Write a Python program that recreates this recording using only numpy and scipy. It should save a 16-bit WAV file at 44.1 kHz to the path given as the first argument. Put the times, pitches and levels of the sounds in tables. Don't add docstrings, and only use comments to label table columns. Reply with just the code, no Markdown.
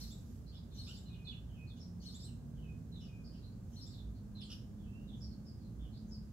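import sys
import numpy as np
from scipy import signal
from scipy.fft import rfft, irfft
from scipy.io import wavfile

SR = 44100
rng = np.random.default_rng(int(sys.argv[2]) if len(sys.argv) > 2 else 0)


def waveform_to_disk(signal):
    frames = np.transpose(np.atleast_2d(signal))
    scaled = np.clip(frames, -1, 1) * 32767
    samples = np.round(scaled).astype(np.int16)
    wavfile.write(sys.argv[1], SR, samples)


N = 278712
TIME = np.arange(N) / SR
FREQS = np.maximum(np.arange(N // 2 + 1) * SR / N, 1)


def undb(db):
    return 10 ** (np.asarray(db) / 20)


def unit(x):
    return x / np.sqrt(np.mean(x ** 2))


def pan(pan_db):
    return undb(np.array([[.5], [-.5]]) * pan_db)


def over_freq(points):
    hz, value = np.transpose(points)
    return np.interp(np.log(FREQS), np.log(hz), value)


def noise(gain):
    return unit(irfft(rfft(rng.standard_normal(N)) * gain, N))


def wander(rate_hz):
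    return noise(np.exp(-.5 * (FREQS / rate_hz) ** 2))


def add(out, s, note):
    at = int(s * SR) + np.arange(note.shape[1])
    inside = (at >= 0) & (at < N)
    out[:, at[inside]] += note[:, inside]


# f/Hz, gain/dB
TRAFFIC_EQ = [(20, -28.5), (42, -4.5), (60, -3), (80, -1.5), (130, -3), (220, -5.5), (300, -17),
              (500, -25.5), (900, -33.5), (1500, -39), (2200, -46), (3300, -46.5), (4700, -46),
              (6700, -44.5), (9000, -49.5), (15500, -51.5)]
# f/Hz, left-right correlation
TRAFFIC_CORRELATION = [(60, 0.87), (200, 0.92), (600, 0.57), (1400, 0.049), (3000, 0)]
# f/Hz, pan/dB
TRAFFIC_PAN = [(60, 1), (200, -2), (400, -7), (700, -3.5), (2000, -0.5), (15000, -1.5)]
# t/s, gain/dB
TRAFFIC_FLOW = [(0, -0.5), (1.5, -0.5), (2.1, 0), (3, 2), (3.5, 0), (4.5, 0), (5.3, 2), (6.32, 0)]

def traffic(level_db=-50, swell_db=0.15, crossover_hz=550):
    correlation = np.clip(over_freq(TRAFFIC_CORRELATION), 0, 1)
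    mid, side = rfft(rng.standard_normal((2, N)))
    stereo = mid * np.sqrt(1 + correlation) + np.array([[1], [-1]]) * side * np.sqrt(1 - correlation)
    spectrum = undb(over_freq(TRAFFIC_EQ)) * pan(over_freq(TRAFFIC_PAN)) * stereo
    low_share = 1 / (1 + (FREQS / crossover_hz) ** 4)
    rumble = irfft(spectrum * low_share, N)
    hiss = irfft(spectrum * (1 - low_share), N)
    flow_db = np.interp(TIME, *np.transpose(TRAFFIC_FLOW)) + swell_db * wander(1.0)
    return undb(level_db) * unit(rumble * undb(flow_db) + hiss)


# t/s, gain/dB
HUM_WAVER_PEAKS = [(.03, 8), (1.5, 6), (2.3, 8.5), (2.76, 2), (4.08, 13.5), (4.86, 12), (5.3, 7),
                   (5.81, 10)]

def hum(hz=58.67, drift=0.0602, level_db=-57.5, waver_db=3.0, peak_width_s=0.046, pan_db=-2.5):
    phase = 2 * np.pi * np.cumsum(hz * (1 + drift * wander(5.16))) / SR
    peaks_db = sum(db * np.exp(-.5 * ((TIME - s) / peak_width_s) ** 2) for s, db in HUM_WAVER_PEAKS)
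    envelope = undb(level_db + peaks_db + waver_db * wander(4))
    return pan(pan_db) * envelope * np.sqrt(2) * np.sin(phase)


# f/Hz, width/Hz, level/dB
MACHINE_BANDS = [(112.6, 22, -60.5), (235, 22, -65), (1216, 19, -92.5), (1510, 23, -94.5),
                 (1663, 24, -100.5), (1611, 9.8, -94.5)]

def drones(pan_db=-5.0):
    bands = (undb(db) * noise(np.exp(-2 * ((FREQS - hz) / width) ** 2))
             for hz, width, db in MACHINE_BANDS)
    return pan(pan_db) * sum(bands)


# t/s, firing tone level/dB, second harmonic level/dB
ENGINE_LEVELS = [(0, -67, -85), (.8, -55.5, -71), (1.12, -76, -55), (1.5, -63, -83), (1.95, -58, -56),
                 (2.5, -66.5, -55), (3.6, -59.5, -60.5), (4.6, -54.5, -57), (5.55, -61.5, -56.5),
                 (6, -53, -55)]

def engine(cruise_hz=88.4, shift_hz=61.55, top_hz=107.67, shift_s=2.24, pick_up_s=0.99,
           waver_db=3, drift=0.0065, third_db=-17, pan_db=-2):
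    climb_hz = top_hz + (shift_hz - top_hz) * np.exp((shift_s - TIME) / pick_up_s)
    firing_hz = np.where(TIME < shift_s, cruise_hz, climb_hz)
    phase = 2 * np.pi * np.cumsum(firing_hz * (1 + drift * wander(8.4))) / SR
    times, *rides = np.transpose(ENGINE_LEVELS)
    first_db, second_db = (np.interp(TIME, times, ride) for ride in rides)
    harmonics = (undb(db + waver_db * wander(1.67)) * np.sin(k * phase)
                 for k, db in enumerate((first_db, second_db, second_db + third_db), 1))
    return pan(pan_db) * np.sqrt(2) * sum(harmonics)


# f/Hz, gain/dB
HISS_EQ = [(1000, -3.5), (3000, -1), (6500, 6), (9500, -3.5), (12000, 5), (15500, -6.5)]
# t/s, hold/s, level/dB
HISS_BURSTS = [(0, 0.034, -61.5), (.15, 0.21, -74), (0.78, 0.18, -72.5), (2.05, .21, -74.5),
               (3.713, 0.24, -77.5)]

def twitter_hiss(grain_db=1.0, pan_db=-7, rise_db_per_s=150, fall_db_per_s=90, floor_db=-88):
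    level_db = np.full(N, float(floor_db))
    for s, hold_s, db in HISS_BURSTS:
        attack_db = rise_db_per_s * np.maximum(s - TIME, 0)
        release_db = fall_db_per_s * np.maximum(TIME - s - hold_s, 0)
        level_db = np.maximum(level_db, db - attack_db - release_db)
    envelope = undb(level_db + grain_db * wander(75))
    hiss = np.array([noise(undb(over_freq(HISS_EQ))) for _ in range(2)])
    return pan(pan_db) * envelope * hiss


def garden(song, foliage_db=-2, foliage_t60=0.26, foliage_onset_s=0.00084,
           walls_db=-9, walls_t60=0.37, walls_onset_s=0.045):
    t = TIME[:SR]
    scatter, echo = rng.standard_normal((2, 2, SR))
    scatter *= undb(-60 * t / foliage_t60) * (1 - np.exp(-t / foliage_onset_s))
    echo *= undb(-60 * t / walls_t60) * (1 - np.exp(-t / walls_onset_s))
    response = (undb(foliage_db) * unit(scatter) + undb(walls_db) * unit(echo)) / np.sqrt(SR)
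    return signal.fftconvolve(song, response, axes=1)[:, :N]


def glide(hz, octaves, arch_octaves):
    return hz * 2 ** (-octaves / 2 - arch_octaves), hz, hz * 2 ** (octaves / 2 - arch_octaves)


def syrinx(length, pitches, rasp, flutter_hz=700, depth=0.1265, shake=0.53, hiss_hz=2600, hiss=0.29):
    t = np.arange(int(length * SR)) / SR
    progress = t / length
    hz = np.polyval(np.polyfit([0, .5, 1], pitches, 2), progress)
    bend, push, air = (np.interp(t * rate, np.arange(1024), rng.standard_normal(1024))
                       for rate in (flutter_hz, flutter_hz, hiss_hz))
    phase = 2 * np.pi * np.cumsum(hz * (1 + depth * abs(rasp) ** 1.3 * bend)) / SR
    attack, release = progress / .35, (1 - progress) / .2
    swell = np.sin(np.pi / 2 * np.minimum(np.minimum(attack, release), 1))
    return phase, swell * (1 + np.sqrt(abs(rasp)) * (shake * push + hiss * air))


def sing(s, length, pitches, db, overtone_db, rasp, pan_db,
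         third_db=-22, near_db=-47, hidden=0.99, direct_db=1):
    phase, envelope = syrinx(length, pitches, rasp)
    second, third = (np.sin(k * phase) * (k * pitches[1] < SR / 2) for k in (2, 3))
    tone = np.sin(phase) + undb(overtone_db) * (second + undb(third_db) * third)
    cover_db = hidden * min(db - near_db, 0)
    return s, db, pan_db, direct_db + cover_db, envelope * tone


LEAD_S = .042

# t/s, length/s, f/Hz, glide/octaves, level/dB, pan/dB
WHISTLE_CUES = [(1.082, 0.22, 2474, 0.014, -68, -1), (1.552, 0.132, 2509, -.05, -64, -3),
                (2.625, 0.111, 2525, -0.086, -65, -3), (3.071, 0.146, 2452, -0.039, -67.5, -1),
                (4.85, 0.21, 2700, 0.13, -69, -5.5)]

def whistles(rasp=0.18, direct_db=-4, arch=-.025, slide_s=0.12, slide_db=-4):
    for s, length, hz, octaves, db, pan_db in WHISTLE_CUES:
        slide = glide(hz * 2 ** .26, octaves=-0.236, arch_octaves=arch)
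        yield sing(s - 2 * LEAD_S, slide_s, slide, db + slide_db,
                   overtone_db=-25, rasp=0.476, pan_db=pan_db)
        phase, envelope = syrinx(length, glide(hz, octaves, arch), rasp)
        yield s, db, pan_db, direct_db, envelope * np.sin(phase)


# t/s, length/s, f/Hz, level/dB, rasp (sign ignored), lead-in trim/dB, pan/dB
HIGH_CALL_CUES = [(0.528, 0.072, 5050, -65, 0.48, -16, -2), (1.789, 0.048, 5370, -57.5, 0.63, -14, -1),
                  (2.988, 0.08, 5340, -63, .7, -15, -1), (3.237, 0.049, 4880, -58.5, -0.5, -21, .5),
                  (5.201, .06, 5250, -53.5, 0.57, -19, -1.5), (5.445, 0.068, 4990, -61, 0.42, -24, 0),
                  (6.105, .049, 5170, -55.5, 0.48, -13.5, -1)]

def high_calls(octaves=-0.096, arch=.03, overtone_db=-29, lead_hz=6450, lead_octaves=-.25, lead_rasp=.9):
    squeak = glide(lead_hz, lead_octaves, arch)
    for s, length, hz, db, rasp, lead_db, pan_db in HIGH_CALL_CUES:
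        yield sing(s - LEAD_S, length, squeak, db + lead_db, overtone_db, lead_rasp, pan_db, direct_db=-2)
        yield sing(s, length, glide(hz, octaves, arch), db, overtone_db, rasp, pan_db, direct_db=-2)


def resonate(x, hz, width_hz):
    b, a = signal.iirpeak(hz, hz / width_hz, fs=SR)
    return signal.lfilter(b, a, signal.lfilter(b, a, x))


# t/s, length/s, start f/Hz, middle f/Hz, end f/Hz, gain/dB, brightness/dB, rasp, pan/dB
SCOLD_CUES = [(0.862, 0.062, 1140, 1370, 1470, -51, -4.5, 0.56, -2),
              (4.485, 0.0548, 1472, 1418, 1332, -48.5, 1, 0.91, -1.5)]

def scolds(fundamental_db=-18, edge_db=-20, direct_db=-2):
    for s, length, *pitches, db, bright_db, rasp, pan_db in SCOLD_CUES:
        phase, envelope = syrinx(length, pitches, rasp)
        buzz = envelope * sum(np.sin(k * phase) for k in range(1, 9))
        low_formant = resonate(buzz, hz=3200, width_hz=790)
        high_formant = resonate(buzz, hz=5200, width_hz=780)
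        edge = undb(edge_db) * resonate(buzz, hz=11500, width_hz=5000)
        fundamental = undb(fundamental_db) * envelope * np.sin(phase)
        voice = fundamental + low_formant + undb(bright_db) * (high_formant + edge)
        yield s, db, pan_db, direct_db, unit(voice) / 2


# t/s, length/s, f/Hz, glide/octaves, level/dB, rasp, pan/dB
CHIRP_CUES = [ (0, .03, 5400, -.1, -53, 0.9, 3), (0.456, 0.054, 4380, -0.021, -62, 0.64, -1.5),
              (0.512, 0.064, 3446, 0.25, -60.5, 0.73, -5), (0.696, 0.11, 3950, 0.042, -61.5, 0.71, -3),
              (1.044, 0.056, 3990, -0.15, -61, 0.52, -2), (1.117, 0.045, 3360, -0.57, -61, 0.84, -2),
              (1.243, 0.055, 4020, -0.17, -53.5, 0.62, -2.5), (1.266, 0.05, 3470, -.12, -50.5, 0.22, -10.5),
              (1.31, 0.028, 2904, -.24, -55, 0.5, 0), (1.668, 0.025, 4120, 0.078, -61.5, 0.64, 1.5),
              (1.689, 0.028, 3610, -0.27, -58.5, 0, -6.5), (1.757, 0.029, 3600, 0.17, -63.5, 1, -1),
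              (1.995, 0.043, 4460, -.1, -61, 0.78, 1), (2.248, 0.055, 2960, -0.37, -67, .3, -7),
              (2.916, 0.065, 3840, -0.26, -56.5, 0.27, -3.5), (2.983, 0.074, 3260, -0.42, -62.5, 0.75, 0),
              (3.303, 0.1, 4840, -0.16, -68.5, 0.9, -1), (3.314, .06, 2974, 0.059, -68, 0.82, -2),
              (3.414, 0.051, 4050, 0.16, -63.5, 0.53, -5), (3.507, .028, 4630, 0.051, -71.5, 0.3, 1),
              (3.803, 0.043, 5310, -.11, -53.5, .5, 3), (3.883, 0.07, 4500, -0.55, -59, .9, -2),
              (3.968, .03, 3885, -0.38, -56.5, 0.67, -3.5), (4.137, 0.046, 4100, -0.15, -70.5, 0.72, -5),
              (4.346, .048, 3930, -.28, -54.5, 0.31, -1.5), (4.394, .077, 8340, -0.8, -67, 0.33, 0),
              (4.395, 0.042, 3470, -0.27, -53, 0.72, -5.5), (4.403, 0.05, 4640, -0.49, -55.5, 0.5, -1),
              (5.072, 0.028, 3660, -0.35, -60.5, 0.24, -5), (5.126, 0.024, 3510, .05, -57.5, 0.62, -3.5),
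              (5.3, 0.031, 4370, 0.13, -62.5, 0.46, -5), (5.577, 0.11, 4270, -0.11, -72, 0.6, -1),
              (5.782, 0.092, 3255, -.21, -66, .58, -5), (5.91, 0.082, 4120, .45, -62.5, 0.95, -3)]

def chirps(arch=0.032, overtone_db=-33):
    for s, length, hz, octaves, db, rasp, pan_db in CHIRP_CUES:
        yield sing(s, length, glide(hz, octaves, arch), db, overtone_db, rasp, pan_db)


# length/s, start f/Hz, middle f/Hz, end f/Hz, trim/dB, overtone/dB, rasp, pan/dB
TWITTER_KIT = [(0.065, 6600, 5700, 5200, -10.5, -21, 0.91, 3.5),
               (0.076, 3150, 3120, 3100, -18, -13, 0.46, -6.5), (.051, 3500, 4350, 3400, -1, -16, 0.11, 2),
               (.05, 4550, 4800, 5150, -7.5, -21.5, 0.97, -2.5),
               (.033, 3250, 3660, 4020, -5, -0.5, .12, -0.5)]
# t/s, level/dB, beat/s, flick count, flick trim/dB, climb per flick/octaves
TWITTER_CUES = [(.001, -52, .102, 1, 0, 0.5), (0.776, -50.5, 0.092, 2, -4, 0),
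                (2.05, -50, .089, 2, -0.5, .09), (3.755, -54.5, 0.1, 1, -1, 0)]

def twitters(hidden=0.53):
    lead_in, undertone, arch, scrape, flick = TWITTER_KIT
    for s, db, beat_s, flicks, flick_db, climb_octaves in TWITTER_CUES:
        phrase = [(s - LEAD_S, db, 0, lead_in), (s - LEAD_S, db, 0, undertone), (s, db, 0, arch)]
        for k in range(flicks):
            beat = s + (k + 1) * beat_s
            phrase += [(beat - LEAD_S, db, 0, scrape), (beat, db + flick_db, k * climb_octaves, flick)]
        for at, level_db, octaves, syllable in phrase:
            length, *pitches, trim_db, overtone_db, rasp, pan_db = syllable
            pitches = np.multiply(pitches, 2 ** octaves)
            yield sing(at, length, pitches, level_db + trim_db, overtone_db, rasp, pan_db, hidden=hidden)


def birds(max_lag_s=0.00015, spread_db=4.0):
    song, direct = np.zeros((2, 2, N))
    cues = [*twitters(), *high_calls(), *chirps(), *whistles(), *scolds()]
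    for s, db, pan_db, direct_db, sound in cues:
        note = pan(pan_db) * undb(db) * sound
        add(song, s, note)
        lag_s = max_lag_s * np.tanh(pan_db / spread_db)
        add(direct[:1], s + max(-lag_s, 0), undb(direct_db) * note[:1])
        add(direct[1:], s + max(lag_s, 0), undb(direct_db) * note[1:])
    return direct + garden(song)


def scene():
    return traffic() + hum() + drones() + engine() + twitter_hiss() + birds()


def record(dry, top_hz=15700):
    return signal.sosfilt(signal.ellip(10, .2, 70, top_hz, fs=SR, output="sos"), dry)


dry = scene()
out = record(dry)
waveform_to_disk(out)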